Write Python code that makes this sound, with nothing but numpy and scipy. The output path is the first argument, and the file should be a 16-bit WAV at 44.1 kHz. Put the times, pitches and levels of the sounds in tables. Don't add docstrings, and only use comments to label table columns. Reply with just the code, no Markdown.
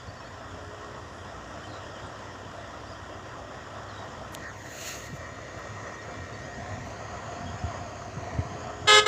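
import sys
import numpy as np
from scipy import signal
from scipy.fft import rfft, irfft, next_fast_len
from scipy.io import wavfile
from scipy.ndimage import uniform_filter1d, map_coordinates

SR = 44100
rng = np.random.default_rng(int(sys.argv[2]) if len(sys.argv) > 2 else 0)


def voltage_ratio(level):
    return 10 ** (np.asarray(level, float) / 20)


def to_wav(sig):
    pcm = np.clip(np.atleast_2d(sig), -1, 1) * 32767
    pcm = np.round(pcm).astype(np.int16)
    wavfile.write(sys.argv[1], SR, pcm.T)


N = 399987
T = np.arange(N) / SR

# [t/s, firing rate f/Hz, load on upper orders level/dB]
SPEED = [(0, 58.5, -5), (.3, 58.8, -3), (.75, 59.9, 2), (1.1, 59.6, 0), (1.4, 61.3, 1), (2.1, 61.7, 1),
         (2.7, 62.2, 1), (3.2, 61.9, 1), (3.75, 62.6, 1), (4.25, 63.2, 0), (5.7, 63.1, -5), (6.3, 65, -3),
         (6.75, 66.7, 0), (7.6, 66.8, -3), (7.95, 65, -1), (8.2, 61.8, 2), (8.45, 60, 5), (9.07, 59.3, 5)]
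# [t/s, level/dB]
NEAR = [(0, -46.5), (.5, -45), (1.2, -44.5), (2, -43), (3.2, -44.5), (4.1, -43.5), (4.6, -44.5),
        (5.8, -43.5), (6.6, -42), (7.3, -40.5), (7.8, -42), (8.8, -42)]
# [mean level/dB, gain per nearness dB/dB, slow drift/dB]
LAYERS = [
    (-47.5, .3, .7),
    (-50, .6, .6),
    (-44, .9, .3),
    (-52, .7, .4),
    (-49, 1.1, 1.2),
]
# [f/Hz, level/dB]
EXHAUST_SPECTRUM = [(71, -47), (120, -6.5), (178, -14.5), (311, -6.5), (394, -13), (664, 2), (900, -12),
                    (1170, -25), (1980, -120)]
# [f/Hz, width/Hz, level/dB]
CAB_MODES = [(650, 80, -2), (695, 36, 3), (728, 22, -4)]
# [f/Hz, level/dB]
BLOCK_SPECTRUM = [(250, -5), (370, -8), (520, -1.5), (700, -14), (839, -9), (1020, -2), (1240, -6),
                  (1330, -3), (1440, -7.5), (1650, -7), (1890, -4), (2150, -12), (2500, -20), (3250, -36),
                  (5500, -120)]
# [f/Hz, level/dB]
CLATTER_SPECTRUM = [(1120, -42), (1900, -3), (2150, -24.5), (2370, -14.5), (3010, -14), (3240, -12.5),
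                    (3800, -16), (4660, -16.5), (5710, -16.5), (6700, -14.5), (7520, -23), (8670, -36.5),
                    (11000, -56.5), (14900, -46), (15800, -48)]
SHAFT_ORDERS = [1, 11 / 8, 13 / 8, 2, 17 / 8, 5, 6, 7]
SHAFT_DB = [-54, -56.5, -52, -60.5, -58.5, -58, -58.5, -70]
WHINE_HZ = [1872, 2345]
HORN_HZ = [423.1, 520.6]
HORN_DB = [-21, -27]
LOW_HORN_PARTIALS_DB = [-3, -8, -2, -1.5, 1.5, -12, -7, -5.5, -3.5, -7, -21, -14, -18.5, -12.5]
HIGH_HORN_PARTIALS_DB = [-1.5, -7, -3, 5.5, -5, -2.5, -2, -3, -9, -10, -16, -11, -18, -15]
# [f/Hz, level/dB]
BELL = [(6300, -21), (6800, -24), (7200, -14), (8000, -16), (9300, -33), (12300, -56), (13500, -49),
        (15200, -35)]
# [t/s, held/s, attack/s, level/dB]
TOOTS = [
    (8.87, .109, .006, 1),
    (9.0585, .1, .002, -5),
]
# [f/Hz, t60/s]
HILL_DECAY = [(400, .55), (1300, .3), (2500, .29), (8000, .21)]
# [t/s, comb spacing f/Hz, echo share 0-1]
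HAND = [(0, 2120, .45), (4.3, 2120, .45), (4.36, 2120, 0), (4.43, 3800, 0), (4.47, 3150, .62),
        (4.55, 1800, .6), (4.61, 1300, .45), (4.85, 870, .36), (5.1, 810, .33), (6.0, 780, .28),
        (6.42, 820, .33), (6.54, 1100, .33), (6.64, 1480, .36), (7.0, 1820, .38), (7.5, 1960, .36),
        (8.0, 1850, .38), (8.3, 1720, .44), (8.85, 2060, .44)]
# [f/Hz, width/Hz, level/dB]
PORT_MODES = [(6780, 450, -5.5)]
# [f/Hz, level/dB]
SKIN_SPECTRUM = [(1180, -29), (2000, -2), (2160, -11), (2760, -1.5), (3140, -12), (4250, -4), (5010, -15),
                 (6720, 1.5), (8870, -22.5), (14900, -17.5), (15800, -12)]
# [peak t/s, level/dB, 20 dB swell/s, 20 dB fade/s]
STROKES = [
    (4.578, -68, .065, .12),
    (4.872, -46.5, .25, .22),
    (5.07, -57, .6, .04),
    (5.168, -61, .07, .03),
    (6.856, -68.5, .02, .11),
]
# [t/s, bright level/dB, body level/dB]
TICKS = [
    (.678, -52, -60),
    (2.534, -56, -60),
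    (4.055, -53, -60),
    (4.3502, -43, -18.5),
    (5.591, -43, -48),
]
# [f/Hz, width/Hz, level/dB]
CASE_MODES = [(3300, 1300, 0), (6500, 1500, -3)]
# [f/Hz, width/Hz, level/dB]
GRIT_MODES = [(7200, 2500, 2), (12500, 7000, 1)]
# [t/s, peak level/dB, f/Hz, t60/s]
BUMPS = [(5.126, -32.5, 125, .12), (7.538, -33.5, 90, 0.14), (7.636, -23.5, 73, 0.12),
         (8.167, -26, 110, 0.07), (8.344, -30, 69.4, .12), (8.386, -16.5, 79.6, 0.078),
         (8.45, -31, 101, .08), (8.515, -32, 127, 0.054), (8.548, -29, 102, 0.057), (8.815, -32, 80, .08),
         (8.845, -30, 95, .07)]
# [t/s, length/s, first f/Hz, last f/Hz, level/dB]
ARCHES = [
    (.074, .038, 4200, 4350, -56),
    (.158, .045, 4300, 4250, -59),
    (.239, .045, 4000, 4300, -55),
    (2.858, .05, 3930, 5000, -56),
    (6.325, .035, 4250, 4250, -63),
]
# [t/s, length/s, first f/Hz, last f/Hz, level/dB]
GLIDES = [(0, .022, 4700, 4650, -58), (.265, .03, 2400, 2350, -61), (.33, .03, 5350, 5400, -63),
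          (.197, .026, 5350, 5500, -61), (.207, .04, 2550, 2510, -59), (1.634, .03, 3020, 3090, -54.5),
          (1.835, .015, 2800, 2900, -61), (1.938, .057, 3370, 2750, -58), (2.06, .028, 8900, 6300, -63),
          (2.917, .02, 5250, 4250, -54), (3.888, .024, 4400, 4030, -51), (5.862, .03, 5850, 6150, -60),
          (5.918, .018, 4800, 5900, -60), (5.936, .028, 6000, 6060, -58), (6.012, .03, 5400, 5570, -60),
          (5.982, .029, 3750, 3550, -60), (6.43, .037, 5050, 4900, -62), (6.531, .025, 4750, 4880, -59),
          (7.453, .05, 3250, 3210, -53), (7.58, .04, 5150, 5200, -57.5)]
# [t/s, length/s, first f/Hz, level/dB, rate/(notes/s)]
TRILLS = [
    (1.68, .105, 4400, -51.5, 100),
    (3.91, .125, 4020, -54.5, 48),
]
# [f/Hz, level/dB]
LEAF_SPECTRUM = [(6500, -40), (7800, 3), (9000, -9), (10200, -4.5), (11200, -16), (13000, -40)]
# [f/Hz, level/dB]
RUMBLE_SPECTRUM = [(12, -60), (20, -30), (32, -33), (35, -11), (48, -14), (97, 1), (157, -11.5),
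                   (260, -7.5), (340, -23), (570, -120)]

CAB_TURN_AT_S, CAB_TURN_S, CAB_TURN_DB = 5.9, .35, 13
PANEL_HZ, PANEL_WIDTH_HZ, PANEL_LIFT_DB = 418, 6, 17
SHAFT_GROWTH_DB = 3
GEAR_DB, GEAR_DB_PER_HZ, CRUISE_HZ = -54, .9, 62.5
STEEP_S, STEEP_SPAN_S, GEAR_LIFT_DB = 5.7, .85, 4
UPPER_DB, UPPER_LIFT_DB = -70, 13
VALVE_CLOSE_S = .024
REGRIP_S = 4.35
CREAK_S, CREAK_LENGTH_S, SLIPS, QUICKEN = 4.3205, .0278, 15, .8
CREAK_DB, CREAK_RISE_DB, CREAK_SCATTER_DB, CREAK_BODY_DB = -46, 11, 3.5, -8
ARCH_HZ, BEND_HZ = 320, 30
SCRUB_DB, SHIELD_DB = -75, -7
FUMBLE_S, FUMBLE_SPAN_S, FUMBLE_DB = 8, .65, 3.5


def unit(x):
    return x / np.sqrt(np.mean(x ** 2) + 1e-20)


def along(points, hz):
    f, v = np.transpose(points)
    return np.interp(np.log(hz + 1), np.log(f + 1), v)


def curves(rows):
    s, *cols = np.transpose(rows)
    return [np.interp(T, s, c) for c in cols]


def wobble(rate_hz):
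    coarse = T[::32]
    knots = rng.standard_normal(int(N * rate_hz / SR) + 4)
    return np.interp(T, coarse, map_coordinates(knots, [coarse * rate_hz]))


def white():
    return rng.standard_normal(N)


def patchy(depth_db):
    z = signal.stft(rng.standard_normal(N, dtype=np.float32), nperseg=512)[2]
    field = rng.standard_normal(z.shape, dtype=np.float32)
    field = uniform_filter1d(field, size=5, axis=0)
    field = uniform_filter1d(field, size=10, axis=1)
    return signal.istft(z * voltage_ratio(depth_db * unit(field)), nperseg=512)[1][:N]


def filtered(x, response):
    m = next_fast_len(N + SR // 2)
    return irfft(rfft(x, m) * response(np.fft.rfftfreq(m, 1 / SR)), m)[:N]


def coloured(x, spectrum):
    return unit(filtered(x, lambda hz: voltage_ratio(along(spectrum, hz))))


def modes(table):
    return lambda f: sum(voltage_ratio(db) * 1j * f * w / (c * c - f * f + 1j * f * w) for c, w, db in table)


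def layer_db(index):
    mean_db, grows, drift_db = LAYERS[index]
    near_db = curves(NEAR)[0]
    return mean_db + grows * (near_db - near_db.mean()) + drift_db * wobble(3)


def engine():
    firing_hz = uniform_filter1d(curves(SPEED)[0], size=SR // 4)
    turns = np.cumsum(firing_hz) / SR
    return firing_noise(turns) + shaft_tones(firing_hz, turns) + whines(firing_hz)


def firing_noise(turns):
    exhaust_db, drone_db, block_db, clatter_db = map(layer_db, range(4))
    drone_db += CAB_TURN_DB * np.tanh((T - CAB_TURN_AT_S) / CAB_TURN_S) / 2
    count = turns.astype(int)
    size_db = 4 * (-1.) ** count
    size_db += 1.8 * rng.standard_normal(count[-1] + 1)[count]
    pulse = voltage_ratio(size_db) * np.exp(-3 * (turns % 1))
    load_db = 0.24 * wobble(5) + 0.66 * wobble(9)

    exhaust = coloured((1 + 0.44 * pulse) * patchy(2.2), EXHAUST_SPECTRUM)
    drone = unit(filtered((1 + 0.43 * pulse) * white(), lambda f: modes(CAB_MODES)(f) ** 2))
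    block = coloured((1 + 0.24 * pulse) * patchy(1.6), BLOCK_SPECTRUM)
    clatter = coloured((1 + 0.27 * pulse) * patchy(1.3), CLATTER_SPECTRUM)

    sound = voltage_ratio(exhaust_db + load_db + 0.62 * wobble(9.7)) * exhaust
    sound += voltage_ratio(drone_db + load_db + 1.3 * wobble(18) - 4) * drone
    sound += voltage_ratio(block_db + load_db) * block
    return sound + voltage_ratio(clatter_db + 0.45 * load_db) * clatter


def shaft_tones(firing_hz, turns):
    sound = np.zeros(N)
    strain_db = curves(SPEED)[1]
    for order, db in zip(SHAFT_ORDERS, SHAFT_DB):
        detune = (order * firing_hz - PANEL_HZ) / PANEL_WIDTH_HZ
        lift = 1 + voltage_ratio(PANEL_LIFT_DB) / (1 + detune ** 2)
        growth_db = SHAFT_GROWTH_DB * (order < 4) * (T / T[-1] - .5)
        level_db = db + 2 + growth_db + (order > 4) * strain_db + 1.6 * wobble(4.6)
        sound += lift * voltage_ratio(level_db) * np.sin(2 * np.pi * order * turns + 0.36 * wobble(5))
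    return sound


def whines(firing_hz):
    sound = np.zeros(N)
    steep = np.exp(-((T - STEEP_S) / STEEP_SPAN_S) ** 4)
    gear_db = GEAR_DB + GEAR_LIFT_DB * steep + GEAR_DB_PER_HZ * (firing_hz - CRUISE_HZ) + 1.5 * wobble(4)
    upper_db = UPPER_DB + UPPER_LIFT_DB * steep + 2.5 * wobble(4)
    for hz, db, blur_rad in zip(WHINE_HZ, (gear_db, upper_db), (1.05, 3)):
        sound += voltage_ratio(db + 2.6 * wobble(17)) * np.sin(2 * np.pi * hz * T + blur_rad * wobble(30))
    return sound


def horn():
    start = round(8.8 * SR)
    t, sound = T[start:], np.zeros(N)

    def drift(count):
        return np.interp(t, np.linspace(t[0], t[-1], num=count), rng.standard_normal(count))

    for hz, level_db, partials_db in zip(HORN_HZ, HORN_DB, (LOW_HORN_PARTIALS_DB, HIGH_HORN_PARTIALS_DB)):
        reed = 2 * np.pi * hz * t + 0.13 * drift(30)
        for k in range(1, int(15400 / hz) + 1):
            db = partials_db[k - 1] if k <= len(partials_db) else along(BELL, k * hz)
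            lag = rng.normal(0, 0.7) + 0.16 * np.sqrt(k) * drift(20)
            sound[start:] += voltage_ratio(level_db + db + .9 + 2.4 * drift(24)) * np.cos(k * reed + lag)
    air = voltage_ratio(-31.5) * coloured(white(), [(300, -40), (1200, 0), (3500, -3), (7000, -18),
                                          (12000, -36), (15500, -36)])
    return valve() * (sound + air)


def valve():
    pressure = np.zeros(N)
    for s, held_s, attack_s, db in TOOTS:
        rise = (1 - np.exp(-np.clip(T - s, 0, None) / attack_s)) ** 2
        fall = np.exp(-(np.clip(T - s - held_s, 0, None) / VALVE_CLOSE_S) ** 3)
        pressure += voltage_ratio(db) * rise * fall
    return pressure


def hills(x):
    hz, t, z = signal.stft(rng.standard_normal(SR // 2), SR, nperseg=256)
    decay = voltage_ratio(-60 * t / along(HILL_DECAY, hz)[:, None])
    tail = signal.istft(z * decay, SR, nperseg=256)[1]
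    return signal.fftconvolve(np.pad(x, (500, 0)), tail / np.linalg.norm(tail))[:N]


def handling():
    return rubs() + ticks() + bumps()


def rubs():
    strokes_db = [db - 20 * np.maximum((s - T) / swell_s, (T - s) / fade_s)
                  for s, db, swell_s, fade_s in STROKES]
    rub_db = np.max(strokes_db, axis=0)
    return voltage_ratio(rub_db + 10.5 + 0.66 * wobble(60)) * coloured(patchy(1.5), SKIN_SPECTRUM)


def ticks():
    s, bright_db, body_db = np.vstack([TICKS, creak()]).T
    at = np.round(s * SR).astype(int)
    k = np.arange(48)
    scratch = rng.standard_normal((len(at), 48)) * voltage_ratio(bright_db[:, None] - 4 - .4 * k)
    grit = np.bincount((at[:, None] + k).ravel(), scratch.ravel(), N)
    knocks = np.bincount(at, voltage_ratio(body_db + 15), N)
    body = filtered(knocks, lambda f: modes(CASE_MODES)(f) * modes([(4000, 5500, 1)])(f))
    return filtered(grit, modes(GRIT_MODES)) + body


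def creak():
    u = np.linspace(0, 1, SLIPS)
    chance = rng.standard_normal((SLIPS, 3))
    s = CREAK_S + CREAK_LENGTH_S * u ** QUICKEN + .0003 * chance[:, 0]
    rise_db = CREAK_DB + CREAK_RISE_DB * u
    bright_db = rise_db + CREAK_SCATTER_DB * chance[:, 1]
    body_db = rise_db + CREAK_BODY_DB + CREAK_SCATTER_DB * chance[:, 2]
    return np.transpose([s, bright_db, body_db])


def bumps():
    sound = np.zeros(N)
    t = np.arange(SR // 5) / SR
    for s, db, hz, t60_s in BUMPS:
        phase = 2 * np.pi * hz * (t + .007 * (1 - np.exp(-t / .009)))
        swing = np.cos(phase + 2.4)
        swing += 0.28 * np.sin(2.5 * phase) * voltage_ratio(-60 * t / 0.13)
        swing += 0.11 * np.sin(4.18 * phase) * voltage_ratio(-60 * t / 0.072)
        level = voltage_ratio(db + 7 - 60 * t / max(t60_s, .02)) * (1 - np.exp(-t / 0.0054))
        sound[round(s * SR):][:len(t)] += level * swing
    return sound


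def birds():
    sound = np.zeros(N)
    whistles = [(*a, ARCH_HZ) for a in ARCHES] + [(*g, BEND_HZ) for g in GLIDES]
    for s, length_s, first_hz, last_hz, db, arch_hz in whistles:
        u = np.linspace(0, 1, round(length_s * SR))
        hz = first_hz + (last_hz - first_hz) * u + 4 * arch_hz * u * (1 - u)
        sound[round(s * SR):][:len(u)] += whistle(hz, voltage_ratio(db + 5) * np.sin(np.pi * u) ** 0.49)
    for s, length_s, first_hz, db, rate in TRILLS:
        u = np.linspace(0, 1, round(length_s * SR))
        note = u * length_s * rate % 1
        hz = first_hz + rate * (9.1 * (.5 - note) - 5.6 * u ** .7)
        level = voltage_ratio(db + 5.5) * np.sin(np.pi * u) ** 0.26 * np.sin(np.pi * note) ** 2
        sound[round(s * SR):][:len(u)] += whistle(hz, level)
    return sound


def whistle(hz, level):
    knots = np.arange(0, SR // 4, 250)
    ruffle_db = 3 * np.interp(np.arange(len(hz)), knots, rng.standard_normal(len(knots)))
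    return level * voltage_ratio(ruffle_db) * np.sin(2 * np.pi * np.cumsum(hz) / SR)


def scrub():
    level_db = SCRUB_DB + SHIELD_DB * (T > REGRIP_S) + 1.5 * wobble(1.5) - 2.5
    flicker = voltage_ratio(2.5 * wobble(14) + 1.5 * wobble(40))
    return voltage_ratio(level_db) * unit(flicker * coloured(patchy(2.5), LEAF_SPECTRUM))


def rumble():
    fumble_db = FUMBLE_DB * np.exp(-((T - FUMBLE_S) / FUMBLE_SPAN_S) ** 4)
    lumps = voltage_ratio(1.9 * wobble(14)) * coloured(patchy(2.6), RUMBLE_SPECTRUM)
    return voltage_ratio(layer_db(4) + fumble_db) * unit(lumps)


def past_hand(far):
    spacing_hz, share = curves(HAND)
    echo = map_coordinates(far, [np.arange(N) - SR / spacing_hz], order=3)
    echo = filtered(echo, lambda hz: hz ** 2 / (hz ** 2 + 600 ** 2) / (1 + (hz / 8000) ** 4))
    heard = (far - share * echo) / np.sqrt(1 + share ** 2)
    freed = np.clip((T - REGRIP_S) / .1, 0, 1)
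    return heard + freed * filtered(heard, modes(PORT_MODES))


def scene():
    calls = horn() + birds()
    far = engine() + calls + voltage_ratio(-12) * hills(calls)
    return (past_hand(far) + scrub() + rumble() + handling())[None]


def top_cut(x):
    return signal.sosfilt(signal.butter(12, 16000, fs=SR, output="sos"), x)


def record(dry):
    hiss = voltage_ratio(-77) * coloured(white(), [(2000, -1), (9000, -1.5), (15500, -5), (16000, -60)])
    soft = dry[0] / (1 + np.abs(dry[0] / .95) ** 4) ** (1 / 4)
    heard = filtered(soft + hiss, lambda hz: (hz < 15550) * hz ** 4 / (hz ** 4 + 36 ** 4))
    return top_cut(heard[None])


dry = scene()
out = record(dry)
to_wav(out)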